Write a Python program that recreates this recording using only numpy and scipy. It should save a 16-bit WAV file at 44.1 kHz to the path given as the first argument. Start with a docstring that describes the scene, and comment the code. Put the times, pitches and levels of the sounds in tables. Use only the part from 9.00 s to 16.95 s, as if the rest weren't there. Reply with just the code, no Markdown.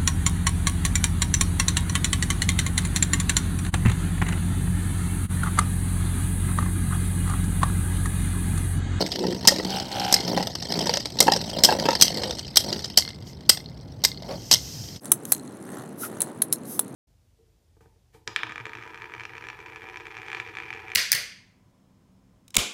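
"""Two spinning tops chatter, hop and clash in a thin plastic bowl outdoors, heard from close by.
Friction noise, gated once a turn, drives the resonances of bowl and discs; impacts are decaying noise
bursts and damped tones; the hum is a periodic rub at the rate of spin; the hiss is filtered noise.
A short echo follows the tops, and the loudest peaks overload the microphone.
After six seconds the sound dips and plays on at double speed, an octave higher."""
import sys
import numpy as np
from scipy import signal
from scipy.fft import rfft, irfft
from scipy.io import wavfile
from scipy.ndimage import uniform_filter1d

SR = 44100
rng = np.random.default_rng(int(sys.argv[2]) if len(sys.argv) > 2 else 0)


def unload_wav(signal):
    """Save mono or channel-first audio to the path in sys.argv[1] as 16-bit WAV at rate SR, clipped to [-1, 1]."""
    wavfile.write(
        sys.argv[1],
        SR,
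        np.round(np.clip(np.atleast_2d(signal).T, -1, 1) * 32767).astype(np.int16),
    )


N = 350595

# The action is made at normal speed; its end is sped up last, which doubles the pitches and rates there.
# Table times are as heard, and table levels are relative: the functions add their own gains.
FAST_FROM = 6.003  # s
CUT = round(FAST_FROM * SR)
SIZE = 2 * N - CUT  # samples of action
TIME = np.arange(SIZE) / SR  # s of action


def amp(db):
    """Level to amplitude: 20 dB is a factor of ten."""
    return 10 ** (np.asarray(db) / 20)


def evened(x):
    """Normalization to an rms of 1."""
    return x / np.sqrt(np.mean(x ** 2) + 1e-20)


def action_time(s):
    """Time scaling: the moment of the action that is heard at s."""
    return s + np.maximum(s - FAST_FROM, 0)


def curves(rows):
    """Linear interpolation: one value a sample for every column after the time."""
    s, *columns = np.transpose(rows)
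    return [np.interp(TIME, action_time(s), column) for column in columns]


def add(mix, s, sound):
    """Superposition: adds a sound so that it is heard at s."""
    start = max(round(action_time(s) * SR), 0)
    part = mix[start:][:len(sound)]
    part += sound[:len(part)]


def drift(size):
    """Low-pass randomness: noise of rms 1, averaged twice over size samples."""
    once = uniform_filter1d(rng.standard_normal(SIZE), size)
    return evened(uniform_filter1d(once, size))


def coloured(x, points, size=4096):
    """Minimum-phase filtering to a spectrum, with unit energy so that white noise keeps its level."""
    hz, db = np.transpose(points)
    f = abs(np.fft.fftfreq(size, 1 / SR))
    log_gain = np.log(amp(np.interp(np.log(f + 1), np.log(hz), db)))
    spectrum = np.exp(np.conj(signal.hilbert(log_gain)))
    response = np.fft.ifft(spectrum).real[:size // 2]
    return signal.oaconvolve(x, response / np.linalg.norm(response))[:SIZE]


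def dying(t, t60):
    """Exponential damping: a fall of 60 dB in t60 seconds."""
    return np.exp(-np.log(1000) * t / t60)


def ring(x, modes, size=8192):
    """Modal synthesis: x drives a sum of damped resonances."""
    t = TIME[:size]
    response = np.zeros(size)
    for hz, db, t60 in modes:
        tone = dying(t, t60) * np.sin(2 * np.pi * hz * t)
        response += amp(db) * tone / np.linalg.norm(tone)
    return signal.oaconvolve(x, response)[:SIZE]


def crack(t60, rattle_db, rattle_t60, rise=0.00017, size=4096):
    """Impact noise: a dense burst, outlasted by the weaker, lumpy rattle of the top's loose parts."""
    t = TIME[:size]
    slow_noise = evened(uniform_filter1d(rng.standard_normal(size), size=200))
    lumps = evened(np.exp(1.44 * slow_noise))
    rattle = amp(rattle_db) * lumps * dying(t, rattle_t60)
    onset = 1 - np.exp(-t / rise)
    return rng.standard_normal(size) * (dying(t, t60) + rattle) * onset


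def shifting(x, depth_db, size=256, count=5):
    """Position-dependent excitation: a moving top gives patches of gain in time and frequency."""
    z = signal.stft(x, nperseg=size)[2]
    across_frequency = uniform_filter1d(rng.standard_normal(z.shape), 3, 0)
    patches = evened(uniform_filter1d(across_frequency, count, 1))
    gain = evened(amp(depth_db * np.clip(patches, -2.5, 1.7)))
    return signal.istft(z * gain, nperseg=size)[1][:SIZE]


def swell(s, half, squareness=2.37):
    """Bell-shaped envelope that peaks at 1; a squareness above 2 flattens its top."""
    width = action_time(s + half) - action_time(s)
    return np.exp(-(abs(TIME - action_time(s)) / width) ** squareness)


def swells(rows):
    """Superposed envelopes of events (peak time [s], half length [s], level [dB])."""
    return sum(amp(db) * swell(s, half) for s, half, db in rows)


def chatter(spin, uneven_db, contact=0.43, alike=0.49, grit_db=2, size=1024):
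    """Amplitude-modulated friction: a tip scrapes for part of each turn, with a partly repeated scratch."""
    turns = np.cumsum(spin) / SR + rng.random()
    turn, angle = turns.astype(int), turns % 1
    # another force at every turn
    bite = amp(uneven_db * np.clip(rng.standard_normal(size), -2, 1)[turn])
    since_turn = (angle / spin * SR).astype(int)  # samples
    scratch = rng.standard_normal(2 * size)[np.minimum(since_turn, 2 * size - 1)]
    grit = amp(grit_db * evened(uniform_filter1d(rng.standard_normal(SIZE), size=90)))
    # between scrapes the tip barely touches
    touch = .1 + np.minimum(angle / .05, 1) * np.exp(-(angle / contact) ** 2)
    pressure = bite * grit * touch
    pressure /= np.sqrt(uniform_filter1d(pressure ** 2, size=3000))
    # alike is the share of power that repeats
    return pressure * (np.sqrt(alike) * scratch + np.sqrt(1 - alike) * rng.standard_normal(SIZE))


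# rates of rotation: (time [s], faster top [turns/s], slower top [turns/s])
SPIN = [(0, 61, 52.7), (0.7, 63.6, 44), (0.93, 66.3, 53), (1.0, 62.5, 49.5), (1.1, 62, 43),
        (1.4, 59.5, 43.1), (4.3, 48.5, 36.2), (8, 29.3, 24.7)]
# how hard the tips run over the plastic; the tops settle after four seconds: (time [s], level [dB])
PACE = [(0, -33.5), (.41, -42), (.76, -32.5), (.87, -43.5), (.96, -34.5), (1.36, -37.5), (1.55, -40),
        (1.82, -29), (2.13, -44), (2.3, -33.5), (2.52, -35.5), (2.9, -33.5), (3.28, -32.5), (3.5, -46),
        (3.72, -35), (4.15, -54), (4.85, -58.5), (5.3, -50.5), (5.7, -55.5), (6.06, -42.5), (6.18, -56),
        (6.5, -57), (7.25, -61.5), (7.95, -56.5)]
# a top swings round the bowl and shakes it:
# (peak time [s], half length [s], rumble of the floor [dB], drumming of the wall [dB])
SWEEPS = [(0.0, 0.041, -21, -21.5), (0.248, 0.092, -25.5, -37.5), (0.61, 0.23, -36, -35.5),
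          (1.014, 0.14, -44, -36.5), (1.339, 0.1, -27, -28), (1.82, 0.12, -33, -33),
          (2.283, .11, -32.5, -35.5), (2.713, 0.19, -34, -29), (3.21, 0.081, -41.5, -40.5),
          (3.694, 0.082, -36.5, -35), (5.301, 0.078, -40, -38), (6.76, 0.1, -42, -41.5),
          (7.2, 0.15, -41.5, -44)]
# spectra of the scraping tip, the bowl's floor and its wall: (frequency [Hz], density [dB per Hz])
RASP_SPECTRUM = [(200, -28), (700, -1.5), (1200, -15), (1900, -5.5), (2400, -12), (3100, -1.5),
                 (3700, -1.5), (5100, 6), (6200, -5), (7300, -16), (8200, -7.5), (10000, -30),
                 (12500, -15.5), (16000, -45.5)]
FLOOR_SPECTRUM = [(40, -33.5), (110, -19.5), (175, 0), (270, -4), (380, 0), (560, -4.5), (750, -31),
                  (1500, -39), (4000, -80)]
WALL_SPECTRUM = [(200, -20), (450, 3.5), (550, 10), (660, 1), (810, -1), (950, -1), (1130, -16.5),
                 (1500, -10.5), (2300, -19), (5000, -31)]
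# resonances of a top's metal disc: (frequency [Hz], level [dB], t60 [s])
DISC_MODES = [(2146, -26.5, 0.027), (3237, -15, 0.03), (4230, -18.5, 0.043), (4650, -23, 0.15),
              (4460, -41, .05), (5344, -26, .05), (6070, -33, .05), (8210, -24, .04)]


def tips(drum_db=-2.0, rasp_db=-2.0, disc_db=-6, pace_floor_db=-5, pace_wall_db=-8, sweep_rasp_db=-8):
    """Friction-driven vibration: both tips rasp with their pace and shake the bowl, most in the sweeps."""
    # the scatter from turn to turn shrinks with time
    uneven_db = 4 - 0.24 * TIME
    slower_share = 0.38  # of the power
    fast, slow = (chatter(spin, uneven_db) for spin in curves(SPIN))
    force = np.sqrt(1 - slower_share) * fast + np.sqrt(slower_share) * slow
    pace, = curves(PACE)
    rumble = amp(pace + pace_floor_db) + swells((s, half, db) for s, half, db, _ in SWEEPS)
    drum = amp(pace + pace_wall_db) + swells((s, half, db) for s, half, _, db in SWEEPS)
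    floor = coloured(force * rumble, FLOOR_SPECTRUM)
    wall = coloured(force * drum * amp(drum_db), WALL_SPECTRUM)
    rub = force * np.hypot(amp(pace + rasp_db), drum * amp(sweep_rasp_db))
    rasp = coloured(rub, RASP_SPECTRUM)
    scrape = rasp + amp(disc_db) * ring(rasp, DISC_MODES)
    return shifting(floor + wall, depth_db=1.5, size=512) + shifting(scrape, depth_db=7.0)


# spectrum of the open air: (frequency [Hz], density [dB per Hz])
OUTDOOR_SPECTRUM = [(20, -50.5), (40, -22), (56, 1), (130, 5), (200, -1.5), (300, -8), (500, -13.5),
                    (900, -21.5), (1200, -28), (2400, -37), (6000, -51.5), (16000, -52.5)]


def outdoors(level_db=-40.0):
    """Stationary filtered noise: the low, steady murmur of the open air."""
    return amp(level_db) * coloured(rng.standard_normal(SIZE), OUTDOOR_SPECTRUM)


def knocked(settle_s=0.057):
    """Exponential relaxation: each clash sets the strength of the ticking anew, which then settles."""
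    off_balance = np.zeros(SIZE)
    for s, *_, ticking_db in CLASHES:
        start = round(action_time(s) * SR)
        off_balance[start:] = amp(ticking_db) * np.exp(-TIME[:SIZE - start] / settle_s)
    return off_balance


# spectrum of a tick: (frequency [Hz], density [dB per Hz])
TICK_SPECTRUM = [(1000, -19), (1850, -26), (2130, -7), (2400, -31), (3000, -9.5), (4500, -4.5), (5200, -9),
                 (7000, -41.5)]
# what each tick of a wobbling top rings with: (frequency [Hz], level [dB], t60 [s])
PING_MODES = [(2096, -5.5, 0.045), (4300, -5.5, 0.03)]


def wobble(gain_db=-3, steady_db=-65, come_and_go_db=5, tick_t60=0.0086, scatter_db=3, size=1024):
    """Periodic impulses: the slower disc ticks and pings once a turn, after clashes and faintly between."""
    spin = curves(SPIN)[1]
    turns = np.cumsum(spin) / SR
    strength = amp(scatter_db * rng.standard_normal(size))[turns.astype(int)]
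    tick = strength * dying(turns % 1 / spin, tick_t60)
    level = amp(gain_db) * knocked() + amp(steady_db + come_and_go_db * drift(size=4000))
    force = evened(tick * rng.standard_normal(SIZE)) * level
    return shifting(coloured(force, TICK_SPECTRUM), depth_db=2.5) + ring(force, PING_MODES)


def skips(count=200, per_s=15, click_db=4, boom_db=-5.5, scatter_db=2, low_hz=324, high_hz=814):
    """Random impacts: small hops at loosely spaced moments, as strong as the pace, in rows like HOPS."""
    gap, click, boom, patch = rng.random((count, 4)).T
    s = np.cumsum(.5 + gap) / per_s
    pace = np.interp(s, *np.transpose(PACE))
    clicks = pace + click_db + scatter_db * (2 * click - 1)
    booms = pace + boom_db + scatter_db * (2 * boom - 1)
    pitches = low_hz * (high_hz / low_hz) ** patch
    return list(zip(s, clicks, booms, pitches))


# a top lands hard on the bowl or strikes its wall:
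# (time [s], click [dB], boom of the bowl [dB], pitch of that patch of bowl [Hz])
HOPS = [(0.118, -27.5, -46, 330), (0.158, -29, -50, 370), (0.239, -39, -23.5, 385), (0.285, -42, -38, 360),
        (0.324, -36, -28.5, 376), (0.451, -28.5, -24.5, 920), (0.4837, -22, -14, 1870),
        (0.52, -32.5, -21.5, 560), (0.561, -28, -32, 620), (0.598, -44, -23, 426), (1.278, -31, -30, 334),
        (1.375, -29, -19.5, 806), (1.406, -41, -22.5, 826), (1.427, -28.5, -28, 800),
        (1.471, -30, -28.5, 660), (1.553, -29.5, -37.5, 324), (1.866, -37, -26.5, 550),
        (1.894, -24, -19.5, 482), (1.938, -21, -28.5, 540), (1.971, -24.5, -24, 580),
        (2.056, -27, -38.5, 905), (2.188, -25.5, -44, 343), (2.269, -28, -24, 830), (2.28, -32, -8.5, 791),
        (2.32, -18.5, -16, 790), (2.335, -23.5, -29.5, 810), (2.362, -25.5, -23.5, 530),
        (2.688, -34, -10.5, 755), (2.724, -29, -16, 850), (2.855, -29, -14, 918), (2.887, -25.5, -9.5, 540),
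        (2.93, -27, -28.5, 522), (2.952, -24, -37.5, 1010), (3.393, -28.5, -55, 320),
        (3.728, -27, -32, 357), (3.807, -42, -47, 417), (3.844, -29.5, -44, 387), (4.089, -36.5, -58, 332),
        (4.572, -31.5, -55, 620), (6.253, -32, -56, 430.2)]
# the bowl's lowest resonances: (frequency [Hz], level [dB], t60 [s])
BOWL_MODES = [(179, -28, 0.089), (403, -23, .02), (537, -10.5, 0.038), (902, -6.5, 0.02),
              (1308, -16.5, 0.021), (1610, -16.5, 0.012), (1844, -19.5, 0.022), (2650, -20, 0.024)]


def hops(click_db=8.5, boom_db=5, boom_t60=0.045, rise=0.00056, body_db=-1.0, size=6000):
    """Impact excitation: each landing clicks in the top and booms in the patch of bowl under it."""
    clicks, booms, pushes = np.zeros(SIZE), np.zeros(SIZE), np.zeros(SIZE)
    t = TIME[:size]
    envelope = dying(t, boom_t60) * (1 - np.exp(-t / rise))
    for s, click, boom, hz in HOPS + skips():
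        add(clicks, s, amp(click + click_db) * crack(t60=0.026, rattle_db=-20, rattle_t60=0.12))
        add(booms, s, amp(boom + boom_db) * np.sin(2 * np.pi * hz * t) * envelope)
        push = crack(t60=0.029, rattle_db=-13, rattle_t60=0.11)
        add(pushes, s, amp(boom + boom_db + body_db) * push)
    bowl = booms + shifting(ring(pushes, BOWL_MODES), depth_db=6, size=512)
    # a small thin shell radiates no deep bass
    bowl = signal.sosfilt(signal.butter(2, 170, "highpass", fs=SR, output="sos"), bowl)
    return shifting(coloured(clicks, RASP_SPECTRUM), depth_db=4.0) + bowl


# rim against rim, two strikes in quick succession: (time [s], first strike [dB], gap in the action [s],
# second strike [dB], ticking of the top knocked off balance [dB])
CLASHES = [(0.474, -1, .0094, -6, -37), (1.1254, -9.5, 0.015, -8.5, -29),
           (2.2038, -0.5, 0.0018, -25, -36.5), (2.6363, -3.5, .011, -4.5, -41),
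           (3.012, -8.5, 0.01, -0.5, -30), (3.5584, -14.5, 0.012, -1.5, -41.5), (3.974, -3, .01, -10, -27),
           (4.494, -2.5, 0.0022, -17, -42.5), (5.039, -13, 0.0097, -6.5, -37),
           (5.5127, -5, 0.0081, -17, -40), (5.527, -10, .011, -11, -38), (6.118, -3.5, 0.0022, -25, -61),
           (6.3203, -6, .006, -9, -29.5), (7.2045, -22, .027, -11, -35), (7.4192, -13, 0.0047, -14, -60),
           (7.526, -11.5, 0.014, -18.5, -51), (7.793, -9.5, .011, -28, -48)]
# spectrum of a strike: (frequency [Hz], density [dB per Hz])
CLASH_SPECTRUM = [(60, -39), (200, -15), (800, -18.5), (1250, -27.5), (1980, -15), (2450, -22),
                  (3200, -12.5), (3700, -9.5), (5200, 3.5), (7200, -13.5), (8100, -8), (9700, -21.5),
                  (12500, -12.5), (16000, -35)]


def clashes(gain_db=4, ring_db=-1):
    """Collision and free vibration: the rims strike with a hard plastic crack and the discs ring briefly."""
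    force = np.zeros(SIZE)
    for s, first_db, gap, second_db, _ in CLASHES:
        for delay, db in (0, first_db), (gap, second_db):
            strike = amp(db + gain_db) * crack(t60=0.028, rattle_db=-17.5, rattle_t60=0.094)
            add(force, s, np.pad(strike, (round(delay * SR), 0)))
    cracks = coloured(force, CLASH_SPECTRUM)
    return shifting(cracks + amp(ring_db) * ring(force, DISC_MODES), depth_db=3.0)


# the faster top runs true and hums: (peak time [s], half length [s], level [dB])
WHIRRS = [(0.76, .075, -30.5), (1.06, 0.14, -28)]
# spectrum that the bowl gives the hum: (frequency [Hz], density [dB per Hz])
WHIRR_SPECTRUM = [(300, -17), (640, -37), (750, 5.5), (815, 7.5), (880, -4.5), (1130, -19.5), (1520, -8),
                  (1900, -21), (2350, -13), (2600, -15), (2950, -6), (3500, -14), (5000, -21), (7000, -29),
                  (15000, -32.5)]


def whirr(contact=0.41, waver=0.0063, flutter_db=1.5, size=4096, count=250):
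    """Harmonic series: one rub repeats every turn, so harmonics of the spin sound, coloured by the bowl."""
    # the pitch wavers by a small share, and the level flutters
    spin = curves(SPIN)[0] * (1 + waver * drift(size=1800))
    flutter = amp(flutter_db * drift(size=150))
    angle = np.cumsum(spin) / SR % 1
    grid = np.arange(size) / size
    # the tip grips at once and lets go before the turn ends; this sets the phases
    grip = rng.standard_normal(size) * np.exp(-(grid / contact) ** 4)
    harmonics = rfft(grip)[1:count]
    # the rub feeds all harmonics equally, so the bowl alone sets the tone
    rub = irfft(np.append(0, harmonics / abs(harmonics)), size)
    hum = coloured(flutter * np.interp(angle, grid, rub), WHIRR_SPECTRUM)
    return swells(WHIRRS) * evened(hum)


# a tip skids and the bowl sings briefly:
# (peak time [s], half length in the action [s], level [dB], resonance [Hz])
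SKIDS = [(1.309, 0.047, -50, 175.2), (1.79, 0.051, -34, 192.2), (2.224, 0.017, -23, 547),
         (3.234, 0.088, -34, 499.3), (5.319, 0.03, -32.5, 564), (5.323, 0.025, -44.5, 860),
         (7.045, 0.043, -36, 683)]


def skids(width_hz=70):
    """Resonance under friction: noise feeds one mode of the bowl, swelling and fading."""
    out = np.zeros(SIZE)
    for s, half, db, hz in SKIDS:
        envelope = np.exp(-((TIME - action_time(s)) / half) ** 2)
        resonator = signal.iirpeak(hz, hz / width_hz, fs=SR)
        song = signal.lfilter(*resonator, rng.standard_normal(SIZE))
        out += amp(db) * envelope * evened(song)
    return out


# a smooth high hiss swells and fades: (peak time [s], half length [s], level [dB])
HISSES = [(4.29, 0.036, -49), (5.7, 0.29, -39.5), (6.32, 0.054, -41.5), (7.035, 0.04, -32.5),
          (7.73, 0.057, -37)]
# spectrum of the hiss: (frequency [Hz], density [dB per Hz])
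HISS_SPECTRUM = [(500, -35), (1500, -20), (2500, -12), (3900, -9), (5100, 2.5), (6100, 1), (7400, -8),
                 (8300, -12.5), (9900, -20.5), (12200, -11), (13800, -13), (16000, -30)]


def hiss(gain_db=-1, disc_db=-1):
    """Resonant filtering of noise: a smooth treble hiss, banded by the resonances of the discs."""
    rub = rng.standard_normal(SIZE)
    noise = coloured(rub, HISS_SPECTRUM) + amp(disc_db) * ring(rub, DISC_MODES)
    return amp(gain_db) * swells(HISSES) * shifting(noise, depth_db=1.0, size=1024, count=25)


def echoes(x, wet_db=-18, t60=0.19, delay=0.01, size=16000):
    """Diffuse reflection: the bowl's high sides and the yard scatter a short tail."""
    t = TIME[:size]
    sparse = rng.standard_normal(size) * (rng.random(size) < .1)
    tail = sparse * dying(t, t60) * np.clip(t / delay - 1, 0, 1)
    return amp(wet_db) * signal.oaconvolve(x, tail / np.linalg.norm(tail))[:SIZE]


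def overload(x, ceiling=0.94):
    """Saturation: the microphone flattens the loudest peaks."""
    return x / (1 + (x / ceiling) ** 10) ** (1 / 10)


def speed_up(x, fade_out=0.043, fade_in=0.047):
    """Time compression: fades out, then fades in again at double speed and double frequency."""
    fast = signal.resample_poly(x[CUT:], 1, 2)
    t = TIME[:N] - FAST_FROM
    fade = np.clip(np.maximum(-t / fade_out, t / fade_in), 0, 1)
    return np.concatenate([x[:CUT], fast])[:N] * fade


def scene():
    """Superposition of the tops in their bowl and the open air, then overload and the change of speed."""
    tops = tips() + wobble() + hops() + clashes() + whirr() + skids()
    return speed_up(overload(tops + echoes(tops) + hiss() + outdoors()))[None]


def record(dry, edge_hz=16100):
    """Band limiting: a steep linear-phase low-pass filter."""
    lowpass = signal.firwin(401, edge_hz, window=("kaiser", 7), fs=SR)
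    return signal.oaconvolve(dry, lowpass[None], "same")


dry = scene()
out = record(dry)
unload_wav(out)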